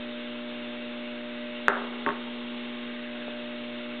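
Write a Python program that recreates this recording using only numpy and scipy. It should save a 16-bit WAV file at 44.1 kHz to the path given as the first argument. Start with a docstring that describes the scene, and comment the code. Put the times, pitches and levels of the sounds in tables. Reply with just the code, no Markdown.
"""Wood block knocks beside a workshop motor

Two wood blocks are knocked together close to a small hand-held camera: decaying modes of block and bench, with
a diffuse noise tail for the room. An electric motor hums on steady sines at multiples of the mains, its cooling
air a filtered-noise hiss with casing resonances. The camera leans over mid-way, which shifts the balance of hum
and resonances. Its recorder keeps only a narrow band, and the microphone overloads on the loudest peak."""
import sys
import numpy as np
from scipy import signal
from scipy.io import wavfile

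SR = 44100
rng = np.random.default_rng(int(sys.argv[2]) if len(sys.argv) > 2 else 0)


def generate_wav(signal):
    """Clip the signal to [-1, 1] and save it as 16-bit WAV at the path in sys.argv[1]."""
    frames = np.transpose(np.atleast_2d(signal))
    scaled = np.clip(frames, -1, 1) * 32767
    pcm = np.round(scaled).astype(np.int16)
    wavfile.write(sys.argv[1], SR, pcm)


def gain_from_db(level_db):
    """Turn a decibel level (scalar or array-like) into a linear amplitude factor."""
    decades = np.asarray(level_db, float) / 20
    return 10 ** decades


N = 176400  # 4 s


def rms_one(x):
    """Scale to rms 1."""
    return x / np.sqrt(np.mean(x ** 2) + 1e-20)


def at_hz(points, hz):
    """Read a table of (hz, value) on a log-frequency axis."""
    table_hz, values = np.transpose(points)
    return np.interp(np.log(hz), np.log(table_hz), values)


def drift(rate_hz):
    """Slow random wander of spread 1: low-passed noise made at SR / 40, then interpolated."""
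    pole = np.exp(-80 * np.pi * rate_hz / SR)
    noise = rng.standard_normal(N // 40 + 2002)
    slow = signal.lfilter([1], [1, -2 * pole, pole * pole], noise)[2000:]  # skip the filter's start
    return np.interp(np.arange(N) / 40, np.arange(len(slow)), rms_one(slow - slow.mean()))


def bands(white):
    """Third-octave slices of two unrelated noises, dealt in turn, with their centres."""
    edges = 20 * 2 ** (np.arange(25) / 3)
    for k, (low, high) in enumerate(zip(edges, edges[1:])):
        band_pass = signal.butter(2, [low, high], "band", fs=SR, output="sos")
        yield np.sqrt(low * high), signal.sosfilt(band_pass, white[k % 2])


def ring(x, hz, t60_s):
    """Two-pole resonator: a unit click sets a decaying sine of starting height 1 ringing."""
    pole = gain_from_db(-60 / (max(t60_s, .002) * SR))
    turn = 2 * np.pi * hz / SR
    return signal.lfilter([0, np.sin(turn)], [1, -2 * pole * np.cos(turn), pole * pole], x)


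# modes of the wood block, levels relative to each other: hz, level_db, t60_s
BLOCK_MODES = [(450, 2, 0.0043), (845, -10, 0.0042), (1180, -8, 0.0059), (1490, 7, 0.0038),
               (2180, -6, .007), (2530, -5, .007), (3530, -4, 0.0036)]
MODE_SPREAD_DB = 1.5  # each knock excites the modes a little differently
CONTACT_T60_S = .003


def block_ring(contact_hz, mode_spread_db, length):
    """A short springy contact, itself a decaying sine, sets the block's modes ringing; peak 1."""
    click = np.eye(1, length)[0] + 1e-18
    push = ring(click, contact_hz, CONTACT_T60_S)
    block = np.zeros(length)
    for k, (hz, mode_db, t60_s) in enumerate(BLOCK_MODES):
        sign = (-1) ** (k + 1)  # neighbouring modes start in opposite directions
        block += sign * gain_from_db(mode_db + mode_spread_db[k]) * ring(push, hz, t60_s)
    return block / np.abs(block).max()


# modes of the bench under the blocks: hz, level_db, t60_s
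BENCH_MODES = [(165, -30.5, 0.19), (350, -28.5, 0.089), (406, -12.5, .09), (494, -21, 0.15),
               (588, -15.5, 0.14), (745, -24.5, 0.091), (914, -18, 0.17), (1094, -16.5, 0.1),
               (1180, -20.5, .06)]
BENCH_RATTLE_S = 0.011  # the rattle is strongest at half this time


def bench_rattle(length):
    """A burst of noise that swells and dies shakes the bench's modes."""
    t = np.arange(length) / SR
    rattle = rng.standard_normal(length) * t * np.exp(-2 * t / BENCH_RATTLE_S)
    rattle /= np.sqrt(np.sum(rattle ** 2))
    return sum(gain_from_db(mode_db) * ring(rattle, hz, t60_s) for hz, mode_db, t60_s in BENCH_MODES)


# decay of the workshop: hz, t60_s
ROOM_T60 = [(150, 0.3), (400, 0.93), (900, 0.94), (1600, 0.33), (2500, 0.54), (4000, 0.3)]
ROOM_ONSET_S, ROOM_BUILD_S, ROOM_DULL_HZ = .003, 0.0064, 2700


def workshop(length):
    """Diffuse room response of unit energy: noise that builds up, then dies band by band."""
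    t = np.arange(length) / SR
    white = rng.standard_normal((2, length))
    tail = sum(band * gain_from_db(-60 * t / at_hz(ROOM_T60, hz)) for hz, band in bands(white))
    tail = signal.lfilter(*signal.butter(1, ROOM_DULL_HZ, fs=SR), tail)
    tail *= 1 - np.exp(-np.maximum(t - ROOM_ONSET_S, 0) / ROOM_BUILD_S)
    return tail / np.sqrt(np.sum(tail ** 2))


# knocks of block on block; level_db is the block's own peak before the low cut, the last two are
# relative to it (room_db adds to ROOM_DB): start_s, level_db, contact_hz, bench_db, room_db
KNOCKS = [(1.6824, -1.3, 1600, -9, 0), (1.8215, -27, 1400, -8, -5.0), (1.934, -33, 1500, -10, -8),
          (2.0633, -11.5, 2000, 2.0, -4.0), (2.0893, -14, 1600, 0.0, -3.0), (2.1050, -19, 1700, -2.0, -3.0),
          (3.2806, -24, 600, -9, -14)]
ROOM_DB, BENCH_IN_ROOM_DB = -12.5, -7.5
KNOCK_LOW_CUT_HZ = 190


def knocks():
    """Each contact rings the block at once, rattles the bench a little longer, and the room answers."""
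    out = np.zeros(N + SR)
    length = SR // 2
    spread = rng.normal(0, MODE_SPREAD_DB, (len(KNOCKS), len(BLOCK_MODES)))
    low_cut = signal.butter(3, KNOCK_LOW_CUT_HZ, "high", fs=SR, output="sos")
    for (start_s, level_db, contact_hz, bench_db, room_db), mode_spread_db in zip(KNOCKS, spread):
        block = block_ring(contact_hz, mode_spread_db, length)
        bench = gain_from_db(bench_db) * bench_rattle(length)
        into_room = block + gain_from_db(BENCH_IN_ROOM_DB) * bench
        room = signal.fftconvolve(into_room, workshop(length))[:length]
        mix = block + bench + gain_from_db(ROOM_DB + room_db) * room
        start = int(start_s * SR)
        out[start:start + length] += gain_from_db(level_db) * signal.sosfilt(low_cut, mix)
    return out[:N]


# hum partials, rms level and its change at full lean: mains_multiple, level_db, lean_change_db
HUM = [(2, -65.5, -0.5), (3, -79, 14.5), (4, -40, 2.0), (5, -53.5, -5), (6, -52.5, 1), (7, -69, 15.5),
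       (8, -54, 2), (10, -43.5, -7), (12, -63, -4.5), (14, -64, 4), (18, -65, 9), (20, -66.5, 9.5)]
MAINS_HZ = 60.089
HUM_WAVER_DB = 0.4  # for each 10 dB a partial lies below -30 dB


def motor_hum(lean):
    """Magnetic pull shakes the frame at steady multiples of the mains; weaker partials waver more."""
    mains_phase = 2 * np.pi * MAINS_HZ * np.arange(N) / SR
    hum = np.zeros(N)
    for multiple, level_db, lean_change_db in HUM:
        waver_db = HUM_WAVER_DB * drift(4.9) * (-30 - level_db) / 10
        rms = gain_from_db(level_db + lean_change_db * lean + waver_db)
        hum += np.sqrt(2) * rms * np.sin(round(multiple) * mains_phase + rng.uniform(0, 2 * np.pi))
    return hum


# spectrum of the broad hiss, relative: hz, level_db
AIR = [(25, -23.5), (55, -24), (100, -22), (170, -14.5), (280, -11.5), (450, -14), (650, -14.5),
       (1000, -11.5), (1500, -14.5), (1900, -15), (2700, -8.5), (3600, -10.5), (4500, -9)]
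AIR_DB, AIR_PATCHY_DB = -43, -0.86  # rms of the broad hiss; depth of its wander


def cooling_air():
    """Broad hiss, slightly patchy: third-octave noises wander partly together, partly alone."""
    together = drift(0.96)
    hiss = np.zeros(N)
    for hz, band in bands(rng.standard_normal((2, N))):
        patchy_db = AIR_PATCHY_DB * (0.27 * together + drift(24.0))
        hiss += gain_from_db(at_hz(AIR, hz) + patchy_db) * band
    return gain_from_db(AIR_DB) * rms_one(hiss)


# casing resonances, rms level and its change at full lean: pitch_hz, width_hz, level_db, lean_change_db
CASING = [(325.5, 30, -62.5, 0.0), (454, 180, -59.5, -0.5), (542, 30, -64.5, -10.5), (1353, 220, -59, 1.5),
          (1597, 350, -53, -3.5), (1974, 350, -53.5, 1), (2230, 120, -56, 1), (2584, 79, -54.5, -12.5),
          (2777, 170, -54.5, 3), (3260, 450, -63, 9.5), (3360, 62, -65.5, -14.5), (3522, 49, -57.5, -6),
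          (3730, 120, -59.5, 3)]


def casing_resonances(lean):
    """The casing's resonances stand out of the hiss: noise through two equal resonators in a row."""
    out = np.zeros(N)
    for hz, width_hz, level_db, lean_change_db in CASING:
        t60_s = np.log(1000) / (np.pi * width_hz)  # width of each resonator
        noise = ring(ring(rng.standard_normal(N), hz, t60_s), hz, t60_s)
        wander_db = 1.0 * drift(1.7)
        out += gain_from_db(level_db + lean_change_db * lean + wander_db) * rms_one(noise)
    return out


# the hand-held camera leaning over the bench, 1 is full lean: time_s, lean
LEAN = [(0, 0.13), (.5, 0.09), (1.2, 0), (1.602, 0.0), (1.802, 1), (2.301, 0.73), (2.802, 0.77),
        (3.099, 0.18), (3.3, -.1), (3.6, 0.15), (4, 0.11)]


def camera_lean():
    """How far the camera leans at each sample, in straight lines between the points."""
    return np.interp(np.arange(N) / SR, *np.transpose(LEAN))


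def scene():
    """Knocks, hum and hiss on one channel."""
    lean = camera_lean()
    return (knocks() + motor_hum(lean) + cooling_air() + casing_resonances(lean))[None]


def roll_off(x):
    """The treble ends steeply here."""
    return signal.sosfilt(signal.butter(12, 16500, fs=SR, output="sos"), x)


# top edge of the recorder's narrow band: hz, level_db
RECORDER_TOP = [(3700, 0), (3850, -7), (4000, -9), (4200, -16), (4350, -21), (4500, -37), (4600, -58),
                (4660, -100)]
OVERLOAD, OFFSET = .71, -.0028  # of full scale


def record(dry):
    """The recorder's narrow band and a small offset; clipping after the band filter splashes over the whole
    band."""
    hz, db = np.transpose([(0, 0)] + list(RECORDER_TOP) + [(SR / 2, -120)])
    band_limit = signal.firwin2(1501, hz, gain_from_db(db), fs=SR, window=("kaiser", 8))
    narrow = signal.fftconvolve(dry, band_limit[None], "same")
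    mix = np.clip(narrow + OFFSET, -OVERLOAD, OVERLOAD)
    return roll_off(mix)


dry = scene()
out = record(dry)
generate_wav(out)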